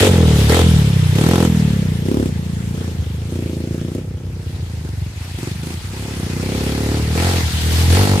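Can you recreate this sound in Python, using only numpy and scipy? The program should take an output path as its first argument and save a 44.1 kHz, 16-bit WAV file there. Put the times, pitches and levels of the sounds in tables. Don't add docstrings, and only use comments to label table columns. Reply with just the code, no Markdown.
import sys
import numpy as np
from scipy import signal
from scipy.io import wavfile
from scipy.ndimage import uniform_filter1d

SR = 44100
rng = np.random.default_rng(int(sys.argv[2]) if len(sys.argv) > 2 else 0)


def bounce(signal):
    frames = np.transpose(np.atleast_2d(signal))
    limited = np.clip(frames, -1, 1)
    pcm = np.round(limited * 32767).astype(np.int16)
    wavfile.write(sys.argv[1], SR, pcm)


N = 361619

CRUISE_PER_S = 30


def from_db(db):
    return 10 ** (np.asarray(db) / 20)


def rms_one(x):
    return x / np.sqrt(np.mean(x ** 2) + 1e-20)


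def curve(rows):
    s, values = np.transpose(rows)
    return np.interp(np.arange(N) / SR, s, values)


def at_hz(points, hz):
    points_hz, values = np.transpose(points)
    return np.interp(np.log(hz), np.log(points_hz), values)


def band(x, low_hz, high_hz, order=2):
    edges_hz = [low_hz, min(high_hz, .45 * SR)]
    return signal.sosfilt(signal.butter(order, edges_hz, "band", fs=SR, output="sos"), x + 1e-18)


def resonance(x, hz, width_hz):
    r = np.exp(-np.pi * width_hz / SR)
    zeros = np.array([1, 0, -1]) * (1 - r * r) / 2
    poles = [1, -2 * r * np.cos(2 * np.pi * hz / SR), r * r]
    return signal.lfilter(zeros, poles, x + 1e-18)


def ringing(x, modes):
    return sum((-1) ** k * from_db(db) * resonance(x, hz, width) for k, (hz, width, db) in enumerate(modes))


def drift(corner_hz):
    r = np.exp(-80 * np.pi * corner_hz / SR)
    slow = signal.lfilter([1], [1, -2 * r, r * r], rng.standard_normal(N // 40 + 2002))
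    slow = rms_one(slow[2000:])
    return np.interp(np.arange(N) / 40, np.arange(len(slow)), slow)


def delayed(x, seconds):
    return np.interp(np.arange(N) - seconds * SR, np.arange(N), x)


def evened(x, size=3500):
    power = uniform_filter1d(uniform_filter1d(x * x, size), size)
    return x / np.sqrt(np.abs(power) + 1e-16)


# (frequency [Hz], left-right likeness [-1 to 1])
PORT_LIKENESS = [(60, .99), (290, .9), (640, 0.99), (1400, 0), (3100, 0), (15000, 0.067)]
# (frequency [Hz], left minus right [dB])
PORT_BALANCE = [(700, 1), (1290, -1), (2380, 4), (4400, 3.5), (8120, -4.5), (11500, -11.5), (15000, -71)]


def stereo_noise(spectrum, patchy_db, count=9):
    out, sides = 0, np.array([[1], [-1]])
    edges = np.geomspace(spectrum[0][0], spectrum[-1][0], count + 1)
    white = rng.standard_normal((2, 2, N))
    for k, (low, high) in enumerate(zip(edges, edges[1:])):
        mid, side = band(white[k % 2], low, high)
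        hz = np.sqrt(low * high)
        alike = np.clip(at_hz(PORT_LIKENESS, hz), -1, 1)
        pair = np.sqrt(1 + alike) * mid + np.sqrt(1 - alike) * side * sides
        balance = rms_one(from_db(sides * at_hz(PORT_BALANCE, hz) / 2))
        out = out + pair * balance * from_db(at_hz(spectrum, hz) + patchy_db * drift(17.5))
    return out / np.std(out.mean(axis=0))


# (time [s], firing rate [1/s])
FIRING_RATE = [(0.0, 49.214), (0.274, 38.93), (0.437, 34.934), (0.549, 42.926), (0.677, 41.367),
               (0.84, 35.615), (1.08, 29.176), (1.331, 44.32), (1.556, 40.302), (1.966, 27.965),
               (2.17, 36.97), (2.3, 29.559), (2.597, 27.818), (2.78, 30.143), (3.111, 24.882),
               (3.344, 30.157), (3.465, 27.737), (3.937, 29.147), (3.945, 32.219), (4.591, 29.913),
               (5.079, 21.045), (5.441, 22.817), (6.09, 35.986), (6.271, 28.685), (6.514, 33.919),
               (7.069, 37.794), (7.271, 45.653), (7.477, 38.612), (7.916, 42.221), (7.995, 49.184),
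               (8.2, 47.868)]


def engine_speed():
    return curve(FIRING_RATE)


def firings(cycle, speed, spread_db, jitter_s):
    at = np.flatnonzero(np.diff(np.floor(cycle)))
    chance = rng.uniform(-1, 1, (len(at), 2))
    uneven = np.minimum((28 / speed[at]) ** 4, 2)
    shift = (jitter_s * SR * uneven * chance[:, 0]).astype(int)
    clicks = np.zeros(N)
    clicks[np.clip(at + shift, 0, N - 1)] = from_db(spread_db * uneven * chance[:, 1])
    return clicks


def varied(clicks, spread_db):
    return clicks * from_db(spread_db * np.tanh(rng.standard_normal(N)))


def gas_rush(clicks, decay_s):
    return signal.lfilter([1], [1, -np.exp(-1 / (decay_s * SR))], clicks + 1e-18)


# (opens [s], closes [s], added bark [dB], added ring [dB], added rasp [dB], load [0-1])
THROTTLE_TWISTS = [(-0.05, 0.079, 9, 13.5, 7.5, 0.42), (0.484, 0.615, 5, 8, 9, 0.57),
                   (1.147, 1.466, 12.5, 9.5, 10.5, 0.64), (2.051, 2.28, 15.5, 7, 3, 0.67),
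                   (2.736, 2.912, 6, 6, 9.5, 0.2), (3.29, 4.003, 12.5, 7, 0.5, 0.27),
                   (4.839, 4.89, 9.5, 3.5, 12, 0.5), (5.376, 5.512, 16.5, 7, 21, 0.36),
                   (5.624, 5.74, 14, 6, 14, .4), (5.922, 6.993, 7, 4, 6.5, 0.19),
                   (7.145, 7.412, 5.5, 5.5, 10, 0.3), (7.893, 8.25, 7.5, 9, 9, 0.42)]


def throttle():
    open_s, fade_s = 0.015, 0.0091
    t, out = np.arange(N) / SR, 0
    for opens, closes, *added in THROTTLE_TWISTS:
        opening = np.clip((t - opens) / open_s, 0, 1) * np.exp(-np.maximum(t - closes, 0) / fade_s)
        out = out + np.outer(added, opening)
    bark_db, ring_db, rasp_db, load = out
    return bark_db, ring_db, rasp_db, np.clip(load, 0, 1)


# (time [s], nearness [dB])
NEARNESS_CURVE = [(0, -5.5), (.2, 4.5), (.7, -2.5), (1.08, -6.5), (2.0, -5.5), (2.5, -9.5), (3.6, -10.5),
                  (4.3, -12.5), (5.3, -15), (5.85, -17), (6.5, -5.5), (6.92, -4.5), (7.07, -5.5),
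                  (7.35, -8.5), (7.53, -13.5), (7.7, -4.5), (8.2, -10.5)]


def nearness():
    return curve(NEARNESS_CURVE)


def voice_db(near_db, speed, level_db, share, db_per_octave):
    return level_db + share * near_db + db_per_octave * np.log2(speed / CRUISE_PER_S)


# (time [s], relative level [dB])
BOOM_CURVE = [(0.0, -11.5), (0.6, -10.5), (0.73, -11), (0.93, -18.5), (1.36, -20), (2.93, -23.5),
              (3.0, -18.05), (3.95, -30), (4.02, -25), (5.02, -22), (5.26, -28.79), (6.42, -23.5),
              (7.34, -14), (7.55, -17), (7.94, -7.5), (8.2, -14.5)]


def boom_level():
    return curve(BOOM_CURVE)


def boom(clicks, lumpy, boom_db):
    early = delayed(varied(clicks, 4.4 * lumpy), -0.00059)
    body = resonance(resonance(early, 65.0, 40), 85.8, 53.8)
    return from_db(boom_db - 3.0) * evened(-band(body, 65.3, 135.0))


def puffs(clicks, speed, hz, turns, lag_s):
    out, t = np.zeros(N + 2000), np.arange(-1000, 1000) / SR
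    for i in np.flatnonzero(clicks):
        swing = (t - lag_s) * hz[i] * (speed[i] / CRUISE_PER_S) ** .36
        out[i:i + len(t)] += clicks[i] * np.exp(-(swing / turns) ** 2) * np.sin(2 * np.pi * swing)
    return out[len(t) // 2:][:N]


# (time [s], relative level [dB])
THUMP_CURVE = [(0, -26), (.05, -38), (.1, -10.5), (.45, -12), (.6, -24), (0.658, -9.5), (1.2, -12),
               (1.68, -11.5), (2.02, -19), (2.74, -21.5), (3.05, -28), (3.851, -21.5), (4.15, -32.5),
               (5.05, -27.5), (5.2, -49), (5.44, -26), (5.68, -26), (5.85, -33.5), (6.1, -30),
               (6.25, -22.5), (7.25, -21), (7.5, -27.5), (8.2, -16.5)]
# (time [s], frequency [Hz])
THUMP_PITCH = [(0, 150), (.7, 143), (1.1, 125.6), (1.55, 155.6), (2.6, 166), (4.3, 148), (6.5, 164),
               (8.2, 139)]


def thump(clicks, speed, load, lumpy):
    hz = curve(THUMP_PITCH) * (1 + 0.095 * load)
    swings = puffs(varied(clicks, 2.0 * lumpy), speed, hz, turns=0.768, lag_s=0.0038)
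    return from_db(curve(THUMP_CURVE) - 2.5) * evened(swings)


# (centre [Hz], width [Hz], relative level [dB])
BARK_MODES = [(225, 71, 1), (312, 137, -3.5)]


def bark(ragged, bark_db):
    modes = sum(from_db(db) * resonance(ragged, hz, width) for hz, width, db in BARK_MODES)
    return from_db(bark_db + 2.38) * evened(-band(delayed(modes, -0.0015), 207.0, 438, order=3))


# (centre [Hz], width [Hz], relative level [dB])
RING_MODES = [(419.4, 43, 8), (512.4, 74, 0.5), (588, 124, -3.5)]


def ring(ragged, ring_db):
    modes = ringing(varied(ragged, spread_db=3.9), RING_MODES)
    return from_db(ring_db + 2.4) * evened(band(modes, 420, 653))


# (centre [Hz], width [Hz], relative level [dB])
RASP_MODES = [(672, 81, 9.5), (863, 42, 7.5), (960, 78, -0.5), (1345, 66, 7.5), (1380, 220, -1),
              (1980, 390, -16.5)]


def rasp(ragged, turbulence, rasp_db):
    modes = ringing(ragged + 0.0043 * turbulence, RASP_MODES)
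    return from_db(rasp_db - 2.5) * evened(band(modes, 320, 2250))


def valve_front(clicks, load, ring_db, rasp_db):
    crack = band(gas_rush(clicks, decay_s=0.00083), 345, 2000, order=1)
    return from_db((rasp_db + ring_db) / 2 - 11.0 + 10 * load) * evened(crack)


def exhaust(clicks, speed, load, lumpy, boom_db, bark_db, ring_db, rasp_db):
    closing = 0.37 * (1 - load) * delayed(clicks, 0.2617 / speed)
    turbulence = gas_rush(clicks, decay_s=.006) * rng.standard_normal(N)
    ragged = varied(clicks, spread_db=1 + lumpy) + closing + .009 * turbulence
    low = boom(clicks, lumpy, boom_db) + thump(clicks, speed, load, lumpy)
    pipe = bark(ragged, bark_db) + ring(ragged, ring_db) + rasp(ragged, turbulence, rasp_db)
    return low + pipe + valve_front(clicks, load, ring_db, rasp_db)


# (time [s], lead of the right port over the left [s])
BEARING = [(0, .0001), (1.2, .0002), (2.1, -.00035), (2.7, -.0003), (3.2, -.00013), (4.2, -.00009),
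           (4.7, .00018), (7.2, .00018), (7.7, .00032), (8.2, .00014)]


def ports(x):
    lead_s = curve(BEARING)
    return np.array([delayed(x, lead_s / 2), delayed(x, -lead_s / 2)])


def forest(x, level_db, t60):
    t = np.arange(SR // 2) / SR
    mid, side = rng.standard_normal((2, len(t))) * from_db(-60 * t / t60) * (t > .008)
    tail = band(mid, 126, 1600, order=1) + 1.8 * band(side, 520, 1500, order=1) * [[1], [-1]]
    tail = tail * from_db(level_db) / np.sqrt(np.sum(mid ** 2))
    return signal.fftconvolve(x[None], tail, axes=1)[:, :N]


# (time [s], relative level [dB])
HISS_CURVE = [(0, -25.5), (.25, -31.5), (.55, -26.5), (.9, -34.5), (1.35, -32.5), (2.1, -42), (2.75, -43),
              (3.902, -48), (4.23, -51.5), (4.46, -46), (5.14, -45), (5.22, -41), (5.4, -41), (6.2, -39),
              (6.6, -35), (7.1, -34), (7.22, -29), (7.53, -32), (7.99, -27), (8.2, -35)]


def hiss_level(added_ring_db):
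    return curve(HISS_CURVE) + 0.39 * added_ring_db


# (frequency [Hz], relative level per Hz [dB])
CLATTER_SPECTRUM = [(600, -1), (950, 2), (1250, -1.5), (1600, 2.5), (2300, 2.5), (3400, 0), (4600, -2.5),
                    (6000, -23.5)]
# (frequency [Hz], relative level per Hz [dB])
SPRAY_SPECTRUM = [(4000, -8.5), (5200, 1.5), (6300, 0), (7500, 0.5), (10000, -2.5), (12500, -6),
                  (15500, -15.5)]


def hiss(clicks, cycle, load, hiss_db, spray_db):
    blast = gas_rush(clicks, decay_s=.005) * (.4 + 2.6 * load)
    piston = 1 + 0.0243 * np.cos(4 * np.pi * cycle)
    pulsing = evened(np.sqrt(piston ** 2 + blast ** 2))
    clatter_gain = from_db(hiss_db - 1.0 + 0.277 * drift(264))
    clatter = clatter_gain * stereo_noise(CLATTER_SPECTRUM, patchy_db=2.0)
    spray_gain = from_db(hiss_db + spray_db + 0.54 * drift(450))
    spray = spray_gain * stereo_noise(SPRAY_SPECTRUM, patchy_db=1.5, count=7)
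    return pulsing * (clatter + spray)


def valve_ticks(clicks, load, hiss_db):
    burst = gas_rush(varied(clicks, spread_db=3), decay_s=.0016)
    white = rng.standard_normal((2, N))
    body = rms_one(band(white, 700, 3500, order=1))
    edge = rms_one(band(white, 6000, 12000)) * from_db([[-5], [1]])
    return from_db(hiss_db + 5.5) * load * burst * (body + edge)


def casing(cycle, boom_db, hiss_db):
    near = np.clip((boom_db + 26.5) / 8, 0, 1)
    coming = np.clip((np.arange(N) / SR - 4.1) * 10, 0, 1)
    shaken = 1 + 0.22 * np.cos(4 * np.pi * cycle)
    white = rng.standard_normal((2, N))
    first = near * (1 - coming) * from_db(-5.0) * rms_one(band(white, 2880, 3820))
    second = coming * from_db(-11.5 + 4.4 * near) * rms_one(band(white, 3800, 5000))
    tilt_db = np.array([[1.5], [-1.5]])
    return from_db(hiss_db + 4.4 * np.tanh(drift(56)) + tilt_db) * shaken * (first + second)


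def outflow(load, boom_db):
    near = np.clip((boom_db + 21) / 15, 0, 1)
    rumble = rms_one(band(rng.standard_normal(N), 49.7, 49.8, order=3))
    return from_db(boom_db - 46 + 6.6 * load + 10 * near) * rumble


def air_eddies(boom_db):
    gusts = rms_one(band(rng.standard_normal((2, N)), 60, 206, order=1))
    return from_db(boom_db - 23) * gusts


def far_bike(level_db):
    speed = 27 * np.exp(.12 * drift(0.94))
    clicks = firings(np.cumsum(speed) / SR, speed, spread_db=2.0, jitter_s=.001)
    return from_db(level_db) * rms_one(resonance(resonance(clicks, 80.0, 55), 97, 120))


# (time [s], half length [s], relative level [dB])
SPLASH_TIMES = [(0.402, 0.072, -30.5), (0.802, 0.036, -38), (7.582, 0.18, -32.5), (7.797, 0.065, -29.5)]
# (frequency [Hz], relative level per Hz [dB])
SPLASH_SPECTRUM = [(1800, -21), (3200, 4.5), (5000, -3), (9000, -7), (14000, -7)]


def splashes():
    t = np.arange(N) / SR
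    swell = sum(from_db(db) * np.exp(-((t - s) / half_s) ** 2) for s, half_s, db in SPLASH_TIMES)
    return swell * from_db(2.0 * drift(300)) * stereo_noise(SPLASH_SPECTRUM, patchy_db=2, count=5)


# (time [s], relative level [dB])
GRIT_TICKS = [(3.9494, -19), (6.0256, -27), (6.836, -24), (7.0234, -16), (7.9478, -14)]


def grit(level_db, decay_s):
    clicks = np.zeros(N)
    for s, db in GRIT_TICKS:
        clicks[round(s * SR)] = from_db(db + level_db)
    return gas_rush(clicks, decay_s) * band(rng.standard_normal((2, N)), 4300, 14000)


def scene():
    speed, near_db, boom_db = engine_speed(), nearness(), boom_level()
    added_bark_db, added_ring_db, added_rasp_db, load = throttle()
    lumpy = 0.65 + np.clip((-8.5 - near_db) * 2.3, 0, 1)
    bark_db = added_bark_db + voice_db(near_db, speed, level_db=-31.5, share=0.93, db_per_octave=7.3)
    ring_db = added_ring_db + voice_db(near_db, speed, level_db=-32, share=1.15, db_per_octave=9.7)
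    rasp_db = added_rasp_db + voice_db(near_db, speed, level_db=-42, share=0.89, db_per_octave=23.8)
    hiss_db = hiss_level(added_ring_db)
    spray_db = -4.5 + 0.067 * added_bark_db
    cycle = .709 + np.cumsum(speed) / SR
    clicks = firings(cycle, speed, spread_db=.7, jitter_s=.0005)
    pipe = exhaust(clicks, speed, load, lumpy, boom_db, bark_db, ring_db, rasp_db)
    engine = ports(pipe) + forest(pipe, level_db=-15.5, t60=.25)
    bright = hiss(clicks, cycle, load, hiss_db, spray_db) + valve_ticks(clicks, load, hiss_db)
    bright = bright + casing(cycle, boom_db, hiss_db)
    air = outflow(load, boom_db) + air_eddies(boom_db)
    return engine + bright + air + far_bike(level_db=-32) + splashes() + grit(level_db=-8, decay_s=.0015)


def record(dry):
    rounded = dry / (1 + dry ** 4) ** (1 / 4)
    return signal.sosfilt(signal.ellip(10, .2, 80, 15550, fs=SR, output="sos"), rounded)


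dry = scene()
out = record(dry)
bounce(out)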